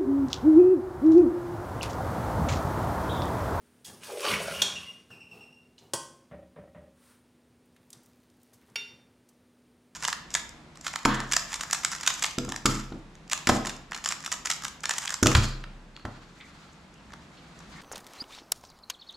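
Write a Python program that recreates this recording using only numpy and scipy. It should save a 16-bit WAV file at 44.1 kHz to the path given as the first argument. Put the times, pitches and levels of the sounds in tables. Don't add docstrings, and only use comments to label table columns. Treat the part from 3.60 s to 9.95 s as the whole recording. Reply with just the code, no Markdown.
import sys
import numpy as np
from scipy import signal
from scipy.fft import rfft, irfft
from scipy.io import wavfile
from scipy.ndimage import uniform_filter1d

SR = 44100
rng = np.random.default_rng(int(sys.argv[2]) if len(sys.argv) > 2 else 0)


def generate_wav(sig):
    pcm = np.round(np.clip(np.atleast_2d(sig).T, -1, 1) * 32767).astype(np.int16)
    wavfile.write(sys.argv[1], SR, pcm)


N = 280035
TIME = np.arange(N) / SR

# [f/Hz, level/dB per Hz]
AIR_COLOUR = [(25, -14), (50, -6), (80, 1), (130, -1), (250, -1), (420, -3.5), (700, -11.5), (1400, -16.5),
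              (2800, -20), (5600, -25), (8000, -27), (9300, -25.5), (11000, -31), (16000, -33)]
AIR_DB = -65.3
# [f/Hz, width/Hz, level/dB]
APPLIANCE_TONES = [(244.3, .4, -67.5), (9040, 90, -87)]
# [f/Hz, t60/s]
KITCHEN_DECAY = [(100, 1), (500, .7), (2000, .54), (5000, .48), (9000, .38), (15000, .24)]

# [t/s, level/dB]
THUDS = [(2.712, -42), (2.961, -44), (3.147, -45.5)]
# [delay t/s, level/dB]
THUD_REBOUNDS = [(0.003, -44), (0.014, -8.5), (0.026, -1.5), (0.077, -8), (0.115, -7.5)]
# [f/Hz, level/dB, t60/s]
THUD_MODES = [(74.3, -9.5, 0.69), (147, -19, 0.34), (186.4, -5, 0.58), (315, -13, 0.28), (409, -11, 0.23),
              (524, -10, 0.18), (547, -5.5, 0.49), (589, 0, 0.22), (617, -0.5, 0.23), (675, -10, 0.068),
              (782.7, -14, 0.26), (1730, -22, 0.083), (1893, -17, 0.15)]
# [f/Hz, level/dB per Hz]
THUD_COLOUR = [(32, -40), (55, -19.5), (167, -5), (349, -26), (482, -15.5), (587, -10), (855, -27.5),
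               (936, -22.5), (1600, -27.5), (1820, -25.5), (3700, -44), (5200, -89), (8800, -120)]
# [t/s, level/dB, top f/Hz, fall f/Hz, length t/s]
CHIRPS = [(1.152, -32, 2793, 324.1, 0.038), (1.268, -40, 2834, 24.8, 0.054),
          (1.508, -41.5, 2756, 410, 0.0366), (1.602, -42, 2800, 447, 0.036), (1.71, -42, 2745, 310, 0.027),
          (1.804, -42.5, 2798, 280, .04), (1.922, -47.5, 2800, 138.9, 0.033),
          (2.016, -61.5, 2790, 97.2, 0.04)]
CHIRP_ROUGHNESS = .2

# [t/s, attack t/s, hold t/s, level/dB]
SWISHES = [(0, .02, .2, -71), (3.302, .2, 0.018, -62.5)]
# [f/Hz, level/dB per Hz]
SWISH_COLOUR = [(500, -13), (900, 1), (1350, 2), (2500, -5), (7200, -8.5), (9200, -0.5), (11500, -11),
                (16000, -12)]
SWISH_FADE_DB_PER_S = 134

POUR_S, POUR_ATTACK_S, POUR_HOLD_S, POUR_FADE_DB_PER_S = 4.05, 0.29, .9, 62
SMALL_TICK_COUNT = 22
# [t/s, level/dB, centre f/Hz, t60/s]
RICE_TICKS = [(4.162, -60, 2100, 0.044), (4.163, -64.5, 7540, 0.026), (4.303, -46, 7070, 0.019),
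              (4.3291, -41, 5600, 0.026), (4.433, -59, 9000, 0.019), (4.46, -58, 9100, 0.02),
              (4.65, -73, 5000, .05), (4.699, -64, 5500, 0.023), (4.815, -68, 5560, 0.034),
              (4.831, -55.5, 10060, 0.018), (4.93, -57.5, 7500, .1), (5.008, -68, 1640, 0.2),
              (5.098, -63.5, 7070, 0.032), (5.687, -58.5, 7600, 0.049)]
# [t/s, level/dB]
CLUMPS = [(4.165, -64), (4.33, -54), (4.44, -63), (4.92, -58.5), (5.08, -55.5), (5.3, -54.5), (5.385, -61)]
# [f/Hz, level/dB per Hz]
CLUMP_COLOUR = [(50, -51.5), (110, 10.5), (400, -2.5), (700, -6.5), (1500, -11), (3000, -19), (8000, -44)]

# [t/s, level/dB]
PLATE_TAPS = [(5.157, -24)]
# [f/Hz, level/dB, t60/s]
PLATE_MODES = [(415, -21, .5), (910, -20, .4), (1421, -15, .42), (2043, -20, .58), (2283, -16, .25),
               (2772, 1, .39), (3112, -25, .5), (3601, -4, .43), (3610, -12, .45), (3640, -9, .14),
               (4545, -14, .46), (4560, -17, .42), (4600, -4, .12), (5576, -10, .44), (5596, -15, .42),
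               (5612, -2, .15), (6745, -14, .22), (6770, -25, .42), (9308, -24, .3), (10730, -22, .22),
               (12240, -25, .19)]
# [f/Hz, level/dB per Hz]
PLATE_CRACK = [(120, -22), (300, -21), (480, -12), (700, -23.5), (1100, -18), (1500, -6), (1900, -8),
               (2500, 2), (3050, -4), (3350, -7), (4200, -6), (5200, -9), (5750, 3), (6250, -30),
               (7000, -15), (8200, -24), (11000, -21), (16000, -40)]

# [t/s, level/dB]
CLINKS = [(0.248, -44.5), (1.018, -14)]
# [f/Hz, level/dB, t60/s]
RIM_MODES = [(2283, -17, .5), (3114, -7, .22), (3297, -5, .22), (3380, -5, .22), (3582, -3, .22),
             (3646, 0, .21), (3715, -3, .2), (3859, -8, .2), (3925, -8, .22), (4420, -19, .4),
             (5508, -14, .4), (5745, -9, .25), (6500, -15, .3), (6772, -11, .3), (6871, -10, .28),
             (7106, -15, .35), (8382, -22, .45)]
# [f/Hz, level/dB per Hz]
RIM_CRACK = [(180, -51.5), (300, -27.5), (565, -13), (1300, -21), (1530, -15.5), (1690, -16.5),
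             (2700, -16.5), (2930, -10.5), (3350, 3), (4670, -18), (5250, -7), (6960, -6.5), (7570, -10),
             (15000, -31), (16000, -52)]
# [t/s, level/dB]
POT_KNOCKS = [(1.018, -31), (2.3345, -21.5)]
# [f/Hz, level/dB, t60/s]
POT_MODES = [(544, -7, .48), (676, -11, .25), (345, -6, .25), (860, -7, .22), (931, -5, .27),
             (1002, -7, .27), (1060, -5, .52), (1115, -7, .3), (1507, -10.5, .46), (1570, -12, .38),
             (1922, -13, .33), (2498, -19, .46), (3255, -19, .62), (3273, -12, .36), (4290, -12, .25),
             (4619, -15, .42), (4902, -16, .58), (4929, -9.5, .4), (5469, -19, .45), (5679, -12, .45),
             (6449, -13, .3), (6842, -20, .48), (7106, -15, .33), (7935, -11, .35), (8204, -13, .32),
             (9070, -9, .32), (9755, -15, .29)]
# [f/Hz, level/dB per Hz]
POT_CRACK = [(50, -26), (90, -16), (145, 2), (230, -5), (360, -5.5), (550, -3), (750, -9), (1000, -1.5),
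             (1600, -17), (2400, -20), (3300, -8), (3800, -20), (4600, -8.5), (9300, -7), (11500, -21.5),
             (16000, -26.5)]

# [t/s, attack t/s, level/dB]
NUDGES = [(0.241, 0.055, -53), (1.5, 0.0031, -55), (1.669, 0.094, -57), (2.18, 0.051, -62)]
# [f/Hz, level/dB per Hz]
RUB_COLOUR = [(50, -21), (90, -1), (160, 5.5), (280, -7.5), (420, 0), (600, -9), (800, -4), (1000, -10.5),
              (1300, -11.5), (1800, -20.5), (2600, -18.5), (6000, -24), (15000, -28.5)]
NUDGE_FADE_DB_PER_S = 99.5
JUDDER_S, JUDDER_END_S, THROBS_PER_S = .456, 1.02, 24.4
JUDDER_ATTACK_S, JUDDER_HOLD_S, JUDDER_FADE_DB_PER_S = 0.076, 0.078, 33.5
# [t/s, length t/s, from f/Hz, to f/Hz, level/dB]
RASPS = [(0.253, .07, 1700, 1696, -62.5), (0.411, .07, 1580, 1630, -57), (0.461, .075, 960, 758, -48.5),
         (0.596, .21, 1140, 1020, -38.5), (0.64, .08, 420, 439, -39), (0.686, .069, 2190, 2111, -37.5),
         (0.691, .08, 1520, 1430, -39.5), (0.846, .095, 1400, 1440, -40.5), (0.91, .09, 2780, 2880, -44)]
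# [t/s, level/dB, centre f/Hz]
JOLTS = [(0.507, -38, 427), (0.571, -34.5, 483), (0.654, -29.5, 1070), (0.682, -28, 2830),
         (0.702, -31, 1210), (0.711, -28.5, 2580), (0.737, -25.5, 2250), (0.800, -31, 565),
         (0.878, -30.5, 640), (1.503, -53, 1390), (2.18, -52.5, 3280), (2.186, -54, 5500)]

# [t/s, level/dB]
EFFORT = [(0.389, -62.5), (0.434, -48), (0.572, -50), (0.649, -28.5), (0.659, -30.5), (0.668, -31.5),
          (0.744, -29), (0.77, -44.5), (1.01, -36)]
EASE_DB_PER_S = 78.5
# [f/Hz, width/Hz, level/dB]
SCRAPE_PEAKS = [(425, 45, -2), (1042, 25, -5), (1090, 40, -5), (1600, 30, -5), (2030, 60, -1),
                (2264, 40, -3), (2480, 100, -4), (2814, 30, 0), (2961, 30, -1), (3360, 38, -3),
                (3920, 28, -7), (4610, 70, -6), (5350, 39, -8), (6840, 72, -11), (7180, 45, -12)]
# [f/Hz, level/dB per Hz]
SCRAPE_COLOUR = [(350, -35), (600, -0.5), (817, -12.5), (1060, -7), (1200, -7), (1440, -5), (1890, -6.5),
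                 (2120, -11.5), (2380, -1.5), (6000, -12), (7800, -42), (13200, -120)]
# [f/Hz, level/dB per Hz]
RICE_COLOUR = [(2060, -19), (3500, -14), (5060, -7), (7000, -7.5), (7560, -8.5), (9320, -5), (12200, -17),
               (14100, -15), (16000, -20)]
HISS_DB, HISS_FOLLOWS = -29.5, 0.53
HISS_ATTACK_S, HISS_HOLD_S, HISS_FADE_DB_PER_S = 0.099, 0.4, 26
HISS_PATCHY_DB = 3.5
SHEEN_DB, SHEEN_T60_S = -1.5, 0.063
# [t/s, hiss level/dB]
CUTS = [(0.243, -49), (0.43, -56)]
CUT_ATTACK_S, CUT_FADE_DB_PER_S = 0.0059, 133
GRIT_PER_S, GRIT_SPREAD_DB = 100, 4.5
# [t/s, level/dB]
POT_SHIFTS = [(0.697, -39)]
# [f/Hz, level/dB per Hz]
RUMBLE_COLOUR = [(26, -45.5), (45, -16.5), (72, 1.5), (112, -8.5), (151, 1), (195, 1), (264, -13),
                 (350, -11.5), (460, -35.5), (770, -120)]
RUMBLE_DB = -14.5


def from_db(db):
    return 10 ** (np.asarray(db) / 20)


def rms_one(x):
    return x / np.sqrt(np.mean(x ** 2) + 1e-20)


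def at_hz(points, hz):
    f, value = np.transpose(points)
    return np.interp(np.log(np.maximum(hz, 1)), np.log(f), value)


def convolve(x, response):
    return signal.fftconvolve(x, response)[:N]


def colour(x, spectrum, size=8192):
    hz = np.arange(size // 2 + 1) * SR / size
    cepstrum = irfft(np.log(from_db(at_hz(spectrum, hz))))
    cepstrum[1:size // 2] *= 2
    cepstrum[size // 2 + 1:] = 0
    response = irfft(np.exp(rfft(cepstrum)))
    return convolve(x, response / np.linalg.norm(response))


def band(x, low_hz, high_hz):
    edges = [low_hz, min(high_hz, .45 * SR)]
    return signal.sosfilt(signal.butter(2, edges, "band", fs=SR, output="sos"), x + 1e-18)


def resonate(x, hz, width_hz):
    r = np.exp(-np.pi * width_hz / SR)
    feed = np.array([1, 0, -1]) * (1 - r * r) / 2
    feedback = [1, -2 * r * np.cos(2 * np.pi * hz / SR), r * r]
    return signal.lfilter(feed, feedback, x + 1e-18)


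def dying(t60):
    return np.exp(-np.log(1000) * TIME[:SR] / t60)


def strike_envelope(contact_s, t60):
    envelope = np.minimum(TIME[:SR] / contact_s, 1) * dying(t60)
    return envelope / envelope.max()


def swell(start_s, attack_s, hold_s, fade_db_per_s):
    age = TIME - start_s
    rise = np.sin(np.pi / 2 * np.clip(age / attack_s, 0, 1)) ** 2
    return rise * from_db(-fade_db_per_s * np.maximum(age - attack_s - hold_s, 0))


def drift(per_s):
    knots = rng.standard_normal(int(per_s * N / SR) + 2)
    return np.interp(TIME * per_s, np.arange(len(knots)), knots)


def clicks(rows):
    out = np.zeros(N)
    for s, db in rows:
        out[max(0, round(s * SR))] += from_db(db)
    return out


def add(out, s, x):
    start = round(s * SR)
    out[start:start + len(x)] += x[:N - start]


def grains(per_s, spread_db):
    sizes = from_db(spread_db * np.minimum(rng.exponential(1, N), 4))
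    signed = sizes * rng.choice([-1, 1], N)
    return rms_one(signed * (rng.random(N) < per_s / SR))


def shifting(x, patchy_db, per_s):
    edges = np.geomspace(1000, 16000, 10)
    out = 0
    for k, (low, high) in enumerate(zip(edges, edges[1:])):
        out = out + (-1) ** k * band(x, low, high) * from_db(patchy_db * drift(per_s))
    return rms_one(out)


def even_strength(x, window):
    return x / np.sqrt(uniform_filter1d(x ** 2, size=window) + 1e-12)


def ringing(modes):
    out = np.zeros(SR)
    for hz, db, t60 in modes:
        out += from_db(db) * dying(t60) * np.sin(2 * np.pi * hz * TIME[:SR]) * rng.choice([-1, 1])
    return out


def struck(modes, free_db, damped_db, damped_share):
    out = np.zeros(SR)
    for hz, db, t60 in modes:
        decay = from_db(free_db) * dying(t60) + from_db(damped_db) * dying(t60 * damped_share)
        out += from_db(db) * decay * np.sin(2 * np.pi * hz * TIME[:SR]) * rng.choice([-1, 1])
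    return out


def crack(spectrum, contact_s, t60):
    return colour(rng.standard_normal(SR) * strike_envelope(contact_s, t60), spectrum)[:SR]


def kitchen(x, build_s):
    edges = np.geomspace(40, 18000, 13)
    tail = np.zeros(SR)
    for low, high in zip(edges, edges[1:]):
        decay = dying(at_hz(KITCHEN_DECAY, np.sqrt(low * high)))
        tail += band(rng.standard_normal(SR), low, high) * decay
    tail = tail * np.minimum(TIME[:SR] / build_s, 1)
    return convolve(x, tail / np.linalg.norm(tail))


def background():
    out = from_db(AIR_DB) * colour(rng.standard_normal(N), AIR_COLOUR)
    for hz, width_hz, db in APPLIANCE_TONES:
        wander = np.cumsum(rng.standard_normal(N)) * np.sqrt(2 * np.pi * width_hz / SR)
        tone = band(np.sin(2 * np.pi * hz * TIME + wander), hz / 1.1, hz * 1.1)
        out = out + from_db(db) * np.sqrt(2) * tone
    return out


def thuds(ring_db, noise_db, rebound_db):
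    out = np.zeros(N)
    for thud in THUDS:
        modes = [(hz, db + rng.normal(0, 0.91), t60) for hz, db, t60 in THUD_MODES]
        contact = from_db(rebound_db) * crack(THUD_COLOUR, contact_s=0.0026, t60=0.066)
        body = convolve(clicks(THUD_REBOUNDS), ringing(modes) + contact)[:SR]
        noise = crack(THUD_COLOUR, contact_s=0.0006, t60=.38)
        out += convolve(clicks([thud]), from_db(ring_db) * body + from_db(noise_db) * noise)
    return out


def chirps(second_db, third_db, droop_power, fade_power):
    out = np.zeros(N)
    quaver = CHIRP_ROUGHNESS * drift(600)
    for s, db, top_hz, fall_hz, length_s in CHIRPS:
        age = np.linspace(0, 1, int(length_s * SR))
        envelope = np.minimum(age / .2, 1) * (1 - age) ** fade_power
        roughness = quaver[round(s * SR):][:len(age)]
        hz = top_hz + fall_hz * (roughness - age ** droop_power)
        phase = 2 * np.pi * np.cumsum(hz) / SR
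        overtones = from_db(second_db) * np.sin(2 * phase) + from_db(third_db) * np.sin(3 * phase)
        add(out, s, from_db(db) * envelope * (np.sin(phase) + overtones))
    return out


def swishes():
    motion = sum(from_db(db) * swell(s, attack_s, hold_s, SWISH_FADE_DB_PER_S)
                 for s, attack_s, hold_s, db in SWISHES)
    return motion * colour(rng.standard_normal(N), SWISH_COLOUR)


def tick(centre_hz, t60):
    noise = rms_one(band(rng.standard_normal(SR), centre_hz / 1.76, centre_hz * 1.68))
    return noise * strike_envelope(0.061 * t60, t60)


def falling_rice(slide_db, patchy_db, small_ticks_db, clump_db):
    pour = swell(POUR_S, POUR_ATTACK_S, POUR_HOLD_S, POUR_FADE_DB_PER_S)
    rustle = shifting(grains(per_s=3600, spread_db=10.0), patchy_db, per_s=27)
    out = from_db(slide_db) * pour * rustle
    for when, size, pitch, length in rng.random((SMALL_TICK_COUNT, 4)):
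        s = POUR_S + when * (POUR_ATTACK_S + POUR_HOLD_S)
        small_tick = tick(3000 * 4 ** pitch, .01 + .04 * length)
        add(out, s, from_db(small_ticks_db - 10 * size) * small_tick)
    for s, db, hz, t60 in RICE_TICKS:
        add(out, s, from_db(db) * tick(hz, t60))
    flops = convolve(clicks(CLUMPS), crack(CLUMP_COLOUR, contact_s=0.00482, t60=0.44))
    return out + from_db(clump_db) * flops


def plate_tap(ring_db, wash_db, wash_t60):
    wash = from_db(wash_db) * crack(PLATE_CRACK, contact_s=0.0069, t60=wash_t60)
    contact = crack(PLATE_CRACK, contact_s=0.0023, t60=0.025)
    glass = from_db(ring_db) * ringing(PLATE_MODES)
    return convolve(clicks(PLATE_TAPS), contact + glass + wash)


def rim_clinks():
    contact = crack(RIM_CRACK, contact_s=0.0024, t60=0.04)
    rim = struck(RIM_MODES, free_db=-22.5, damped_db=-18.5, damped_share=0.18)
    return convolve(clicks(CLINKS), contact + rim)


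def pot_knocks(ring_db, shimmer_db, shimmer_t60, wash_db, wash_t60):
    weak_hz = rng.uniform(2800, 11500, size=60)
    weak_modes = [(hz, at_hz(POT_CRACK, hz), shimmer_t60) for hz in weak_hz]
    wall = from_db(ring_db) * ringing(POT_MODES) + from_db(shimmer_db) * ringing(weak_modes)
    wash = from_db(wash_db) * crack(POT_CRACK, contact_s=0.0022, t60=wash_t60)
    contact = crack(POT_CRACK, contact_s=0.001, t60=0.059)
    return convolve(clicks(POT_KNOCKS), contact + wall + wash)


def rubbing(level_db):
    pressure = sum(from_db(db) * swell(s, attack_s, 0, NUDGE_FADE_DB_PER_S) for s, attack_s, db in NUDGES)
    return from_db(level_db) * pressure * colour(grains(per_s=4500, spread_db=-2.5), RUB_COLOUR)


def judder(level_db, low_hz, high_hz, width_hz, throb_db, uneven_db):
    slips = grains(per_s=570, spread_db=1.0)
    groan = band(resonate(slips, low_hz, width_hz) - resonate(slips, high_hz, width_hz), 380, 1300)
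    groan = even_strength(groan, window=2000)
    beat = np.cos(2 * np.pi * THROBS_PER_S * (TIME - JUDDER_S))
    throbs = from_db(throb_db * beat + uneven_db * drift(70))
    spell = swell(JUDDER_S, JUDDER_ATTACK_S, JUDDER_HOLD_S, JUDDER_FADE_DB_PER_S) * (TIME < JUDDER_END_S)
    return from_db(level_db) * spell * rms_one(groan * throbs)


def rasps(width_hz, rough_db):
    out = np.zeros(N)
    r = np.exp(-np.pi * width_hz / SR)
    for s, length_s, from_hz, to_hz, db in RASPS:
        friction = rng.standard_normal(SR)[:int(length_s * SR)]
        age = np.linspace(0, 1, len(friction))
        glide_hz = from_hz + (to_hz - from_hz) * age
        turn = np.exp(2j * np.pi * np.cumsum(glide_hz) / SR)
        ring = (signal.lfilter([1], [1, -r], friction / turn) * turn).real
        add(out, s, from_db(db) * np.sin(np.pi * age) * even_strength(ring, window=1500))
    return out * from_db(rough_db * drift(130))


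def jolts(contact_s, t60, spread, broad_db):
    out = np.zeros(N)
    envelope = strike_envelope(contact_s, t60)
    ratio = 1 + spread
    for s, db, hz in JOLTS:
        noise = rng.standard_normal(SR)
        pitched = rms_one(band(noise, hz / ratio, hz * ratio))
        broad = from_db(broad_db) * rms_one(band(noise, 730, 5000))
        add(out, s, from_db(db) * (pitched + broad) * envelope)
    return out


def effort():
    s, db = np.transpose(EFFORT)
    return from_db(np.interp(TIME, s, db)) * swell(s[0], 0.028, s[-1] - s[0], EASE_DB_PER_S)


def wet_hiss(push, grip):
    hiss_spell = swell(EFFORT[0][0], HISS_ATTACK_S, HISS_HOLD_S, HISS_FADE_DB_PER_S)
    gain = from_db(HISS_DB) * push ** HISS_FOLLOWS * hiss_spell
    gain = gain + sum(from_db(db) * swell(s, CUT_ATTACK_S, 0, CUT_FADE_DB_PER_S) for s, db in CUTS)
    turning = shifting(grains(per_s=1600, spread_db=2.5), HISS_PATCHY_DB, per_s=36)
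    return gain * grip * colour(turning, RICE_COLOUR)


def pot_sheen(rice):
    modes = rms_one(rng.standard_normal(SR) * dying(SHEEN_T60_S)) / np.sqrt(SR)
    return from_db(SHEEN_DB) * convolve(rice, modes)


def digging(scrape_db, peaks_db, ring_db, flutter_db, wander_db, grit_db):
    push = effort()
    grip = from_db(flutter_db * drift(110))
    slips = grains(per_s=3000, spread_db=3.0) * grip
    body = rms_one(sum(from_db(db + wander_db * drift(30)) * resonate(slips, hz, width)
                       for hz, width, db in SCRAPE_PEAKS))
    metal = (from_db(scrape_db) * colour(slips, SCRAPE_COLOUR) + from_db(peaks_db) * body) * push
    wall = ringing(POT_MODES)
    after_ring = from_db(ring_db) * convolve(slips * push, wall / np.linalg.norm(wall))
    rice = wet_hiss(push, grip)
    snaps = colour(grains(GRIT_PER_S, GRIT_SPREAD_DB), SCRAPE_COLOUR)
    grit = from_db(grit_db) * push * shifting(snaps, patchy_db=5.5, per_s=90)
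    rice = rice + pot_sheen(rice)
    bump = convolve(clicks(POT_SHIFTS), crack(RUMBLE_COLOUR, contact_s=0.024, t60=0.35))
    has_shifted = TIME > POT_SHIFTS[0][0]
    rumble = from_db(RUMBLE_DB) * push * has_shifted * colour(slips, RUMBLE_COLOUR)
    return metal + grit + after_ring + rice + bump + rumble


def scene():
    pot = digging(scrape_db=-7.5, peaks_db=-8.5, ring_db=-25, flutter_db=1.0, wander_db=8.0, grit_db=-12.5)
    pot += rubbing(level_db=1.0)
    pot += jolts(contact_s=0.0014, t60=0.058, spread=0.22, broad_db=-7.5)
    pot += rasps(width_hz=120, rough_db=2.0)
    pot += judder(level_db=-40.5, low_hz=413.2, high_hz=576, width_hz=40, throb_db=3.0, uneven_db=3.5)
    pot += rim_clinks()
    knocks = pot_knocks(ring_db=-14.5, shimmer_db=-23, shimmer_t60=.38, wash_db=-17.5, wash_t60=0.47)
    tap = plate_tap(ring_db=-10, wash_db=-22.0, wash_t60=0.47)
    rice = falling_rice(slide_db=-78.5, patchy_db=3, small_ticks_db=-70, clump_db=-3.0)
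    whistles = chirps(second_db=-14, third_db=-21.5, droop_power=2.6, fade_power=0.67)

    echo_send = from_db(-5.5) * pot + from_db(-12.5) * (tap + knocks)
    echo_send += from_db(-9) * rice + from_db(-3.5) * whistles
    echoes = kitchen(echo_send, build_s=0.0076)
    direct = pot + knocks + tap + rice + from_db(-3) * whistles
    direct += thuds(ring_db=-1.5, noise_db=-2.5, rebound_db=-7) + swishes()
    mono = direct + echoes + background()
    return np.array([mono, mono])


def record(dry):
    thin = signal.sosfilt(signal.butter(3, 52, "high", fs=SR, output="sos"), dry)
    return signal.sosfilt(signal.ellip(10, .1, 80, 15850, fs=SR, output="sos"), thin)


dry = scene()
out = record(dry)
generate_wav(out)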